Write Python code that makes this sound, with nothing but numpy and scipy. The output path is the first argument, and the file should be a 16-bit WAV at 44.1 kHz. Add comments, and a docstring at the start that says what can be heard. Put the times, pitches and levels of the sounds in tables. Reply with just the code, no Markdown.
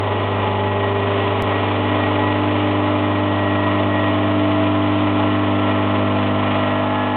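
"""Just above the cup at an espresso machine, whose rotary pump runs steadily.
The shaft turns 25 times a second, so mains hum and the pump vanes give a harmonic series of tones.
The loose casing knocks once a turn, a buzz that fills the gaps between them. Water rushing through
the pipes gives turbulent noise that rings in the panels. A faint whistle near 1902 Hz, at the pump's
76th harmonic, swells and sometimes goes slightly sharp. One thin click is heard over a soft thud."""
import sys
import numpy as np
from scipy import signal
from scipy.fft import rfft, irfft
from scipy.io import wavfile

SR = 44100
rng = np.random.default_rng(int(sys.argv[2]) if len(sys.argv) > 2 else 0)


def unload_audio(sound):
    """Save the sound as a 16-bit wav file, at the path given as the first command line argument."""
    columns = np.transpose(np.atleast_2d(sound))
    # keep every value between -1 and 1, then stretch to whole-number steps
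    steps = np.round(np.clip(columns, -1, 1) * 32767)
    wavfile.write(sys.argv[1], SR, steps.astype(np.int16))


N = 315756
TIME = np.arange(N) / SR
SHAFT_HZ = 25.02


def amp(db):
    """Amplitude ratio of a level in decibels."""
    return 10 ** (np.asarray(db) / 20)


def unit_rms(x):
    """Normalisation to unit mean power."""
    return x / np.sqrt(np.mean(abs(x) ** 2) + 1e-20)


def contour(rows):
    """Linear interpolation of a level in time."""
    return np.interp(TIME, *np.transpose(rows))


def swell(middle_s, half_s):
    """Gaussian envelope: 1 at its middle, 1/e at half_s to either side."""
    return np.exp(-((TIME - middle_s) / half_s) ** 2)


def wander(rate_hz, count=2048):
    """Low-pass random process of rms 1, mostly below the given rate."""
    f = np.fft.rfftfreq(count, N / SR / count)
    slow = irfft(rfft(rng.standard_normal(count)) / (1 + (f / rate_hz) ** 2))
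    return np.interp(TIME, np.linspace(0, N / SR, count), unit_rms(slow))


def low_pass(x, hz, taps):
    """Steep linear-phase low-pass filter."""
    return signal.oaconvolve(x, signal.firwin(taps, hz, window=("kaiser", 9), fs=SR), "same")


def response_db(hz, spectrum, resonances):
    """Source and filter: a smooth spectrum plus Lorentzian peaks and dips, summed in decibels."""
    f, db = np.transpose(spectrum)
    peaks = sum(gain / (1 + (2 * (hz - centre) / width) ** 2) for centre, width, gain in resonances)
    return np.interp(np.log(hz + 1), np.log(f), db) + peaks


# A tiny click over a thud: t/s, click level/dB, thud level/dB
TRANSIENTS = [(1.4231, -14, -15)]

def click(decay_s=0.00016, thud_s=0.0036, thud_hz=95):
    """Exponential decay: a step that dies at once, over a heavily damped low oscillation."""
    out = np.zeros(N)
    for start_s, click_db, thud_db in TRANSIENTS:
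        age = np.maximum(TIME - start_s, 0)
        out += amp(click_db) * (age > 0) * np.exp(-age / decay_s)
        thud_envelope = age / thud_s * np.exp(1 - age / thud_s)
        out += amp(thud_db) * thud_envelope * np.cos(2 * np.pi * thud_hz * age)
    return out


# Swells of the whistle: middle t/s, half length/s, added level/dB, f/Hz above its base note
WHISTLE_SWELLS = [(.85, .4, -44.5, 9.7), (1.549, 0.076, -36.5, 4.6), (2.04, 0.084, -33.5, 0.79),
                  (2.271, 0.061, -31.5, 19), (3.547, .22, -34, 2.02), (4.025, .12, -31, 0.88),
                  (5.795, 0.11, -43, 4), (6.74, 0.13, -37.5, 0.74)]

def whistle(note_hz=1902, steady_db=-42.5, steady_sharp_hz=4, shiver=0.26):
    """Modulation: a faint tone near the pump's 76th harmonic swells and sometimes goes slightly sharp."""
    strength, sharp_hz = amp(steady_db), steady_sharp_hz
    for middle_s, half_s, db, hz in WHISTLE_SWELLS:
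        envelope = swell(middle_s, half_s)
        strength += amp(db) * envelope
        sharp_hz += (hz - steady_sharp_hz) * envelope
    waver_hz = 3 + 0.58 * sharp_hz  # the note frays as it goes sharp
    cycles = np.cumsum(note_hz + sharp_hz + waver_hz * wander(30)) / SR
    strength *= unit_rms(1 + shiver * wander(9.9))
    return np.sqrt(2) * strength * np.sin(2 * np.pi * cycles)


# Noise spectrum of pump and water: f/Hz, relative spectral density level/dB
RUSH_SPECTRUM = [(25, -30.5), (60, -20), (105, -11), (165, -13.5), (235, -4), (330, -6), (500, -7.5),
                 (1050, -7), (1330, -8.5), (1580, -16), (2050, -12), (3000, -13.5), (3500, -16),
                 (4250, -38)]
# Resonances and antiresonances of the drip tray and panels: f/Hz, width/Hz, gain/dB
PANEL_MODES = [(293, 14, 2), (341, 23, -4.5), (412, 22, 4), (582, 42, 6.5), (671, 61, 8), (715, 43, -7),
               (850, 37, 9.5), (923, 35, -4), (997, 55, 8.5), (1074, 25, 4), (1926, 75, 7), (2416, 27, 6),
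               (2907, 55, 4.5)]
# Course of the whole rush: t/s, relative level/dB
FLOW_LEVEL = [(0.0, -27), (0.42, -25.5), (0.68, -27), (1.65, -23.5), (1.83, -25), (1.87, -23.5),
              (2.87, -26), (4.17, -25.5), (4.81, -26), (6.34, -25.5), (6.56, -24.5), (7.16, -28)]
# Course of its low churning: t/s, gain/dB
CHURN_GAIN = [(0, 4.5), (.9, -0.5), (2, 0), (6.1, 0), (6.7, -5), (7.16, -8)]

def water_rush(angle, gain_db=1, grain_db=1.0, flutter_db=0.5, churn_hz=560):
    """Broadband excitation: turbulence and fine rattle, stronger once a turn, ring in the panels."""
    throb = 1 + 0.14 * np.cos(angle) + 0.026 * np.cos(2 * angle) + 0.039 * np.cos(6 * angle)
    drive = rng.standard_normal(N) * throb
    drive *= amp(grain_db * wander(110) + flutter_db * wander(7.1))
    response = amp(response_db(np.fft.rfftfreq(N, 1 / SR), RUSH_SPECTRUM, PANEL_MODES))
    noise = unit_rms(irfft(rfft(drive) * response, N))
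    churn = low_pass(noise, churn_hz, taps=801)
    hiss = noise - churn
    return amp(gain_db + contour(FLOW_LEVEL)) * (hiss + amp(contour(CHURN_GAIN)) * churn)


# Spectral envelope of the buzz: f/Hz, base level of a harmonic/dB
BUZZ_SPECTRUM = [(50, -49.5), (125, -57.5), (175, -40), (500, -39.5), (800, -38.5), (1320, -43.5),
                 (1420, -55), (3250, -60.5)]
# Resonances and antiresonances of the casing: f/Hz, width/Hz, gain/dB
CASING_MODES = [(275, 25, -8), (535, 30, -7), (725, 18, -12), (900, 51, -10), (1090, 78, 4),
                (1755, 45, 10.5), (2960, 130, 9.5)]

def casing_buzz(angle, drift_db=1.27, even_limit=130, odd_limit=42):
    """Periodic impact: one knock a turn gives harmonics between the strong tones, each drifting alone."""
    lags = np.cumsum(rng.normal(0, 1.4, size=even_limit))  # the panels smear the knock
    orders = {*range(2, even_limit, 2), *range(5, odd_limit, 2)}
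    orders -= {round(row[0]) for row in PUMP_HARMONICS}
    odd_db = -3 - TIME  # the knock settles by 1 dB/s as pressure builds
    whine_db = -4.5 + TIME  # while the high whine grows
    out = np.zeros(N)
    for order in sorted(orders):
        hz = order * SHAFT_HZ
        whine_share = np.interp(hz, [1050, 1800], [0, 1])
        level_db = response_db(hz, BUZZ_SPECTRUM, CASING_MODES) + drift_db * wander(1.8)
        level_db += order % 2 * odd_db + whine_share * whine_db
        out += amp(level_db) * np.cos(order * angle + lags[order])
    return np.sqrt(2) * out


# Strong tones: shaft harmonic number, starting level/dB, slope/(dB/s), added slope on easing/(dB/s)
PUMP_HARMONICS = [(4, -24, 0, -5.5), (6, -47, -2, -3), (8, -39.5, 2, -10), (10, -36, 1.61, -2),
                  (12, -39, 1.7, -1.5), (16, -30, -1, -11), (18, -39, -.2, 6), (20, -38.5, -0.74, 2),
                  (24, -34, -0.7, -2), (26, -39, 1.61, -12.5), (32, -39, 0.23, 2.5), (34, -35, -1.44, 0.5),
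                  (42, -40.5, 1, -3), (50, -46, 1, 1), (54, -49, 2.12, -2.5), (68, -58, -0.4, 10)]
# A panel rings along with one tone: middle t/s, half length/s, shaft harmonic number, added level/dB
PANEL_SWELLS = [(0.597, 0.23, 8, -37.5), (0.602, 0.21, 34, -33), (0.79, 0.26, 24, -36),
                (1.05, .4, 16, -29.5), (1.9, 1, 18, -38), (2.3, .9, 10, -38.5), (2.499, 0.54, 34, -38.5),
                (2.603, 1, 12, -25.5), (3.196, 1.1, 24, -33.5), (4, 0.62, 8, -40.5), (4.401, .7, 26, -33.5),
                (4.8, 1.08, 12, -24), (6, 0.16, 24, -35.5), (6.1, 0.68, 20, -39), (6.598, .7, 6, -37),
                (6.75, 0.25, 24, -34), (6.84, 0.24, 26, -29), (7.05, 0.32, 68, -37.5), (7.08, .25, 34, -26)]

def pump_hum(angle, vanes=4, aligned_hz=425, ease_s=6.23):
    """Forced vibration: low vane harmonics add in phase, one push per vane; the casing scatters the rest."""
    eased_s = np.maximum(TIME - ease_s, 0)  # the pump eases as it nears full pressure
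    out = np.zeros(N)
    for order, start_db, slope, easing in PUMP_HARMONICS:
        order = round(order)
        strength = amp(start_db + slope * TIME + easing * eased_s)
        for middle_s, half_s, ring_order, ring_db in PANEL_SWELLS:
            if round(ring_order) == order:
                strength += amp(ring_db) * swell(middle_s, half_s)
        quadrature = np.pi / 2 * (order % vanes > 0)
        scatter = rng.uniform(0, 2 * np.pi) * (order * SHAFT_HZ > aligned_hz)
        unsteady = 1 + 0.004 * order * wander(7)
        out += strength * unsteady * np.cos(order * angle + quadrature + scatter)
    return np.sqrt(2) * out


def scene():
    """Superposition: hum, buzz and rush, driven by one shaft angle, add to the faint whistle."""
    angle = 2 * np.pi * SHAFT_HZ * TIME + 0.012 * wander(0.54)  # held nearly steady by the mains
    return (pump_hum(angle) + casing_buzz(angle) + water_rush(angle) + whistle())[None]


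def record(dry):
    """Band limiting: a narrow microphone passes the speech band; only the click reaches above it."""
    narrow = low_pass(dry[0], hz=4350, taps=601)
    return low_pass(narrow + click(), hz=16000, taps=255)[None]


dry = scene()
out = record(dry)
unload_audio(out)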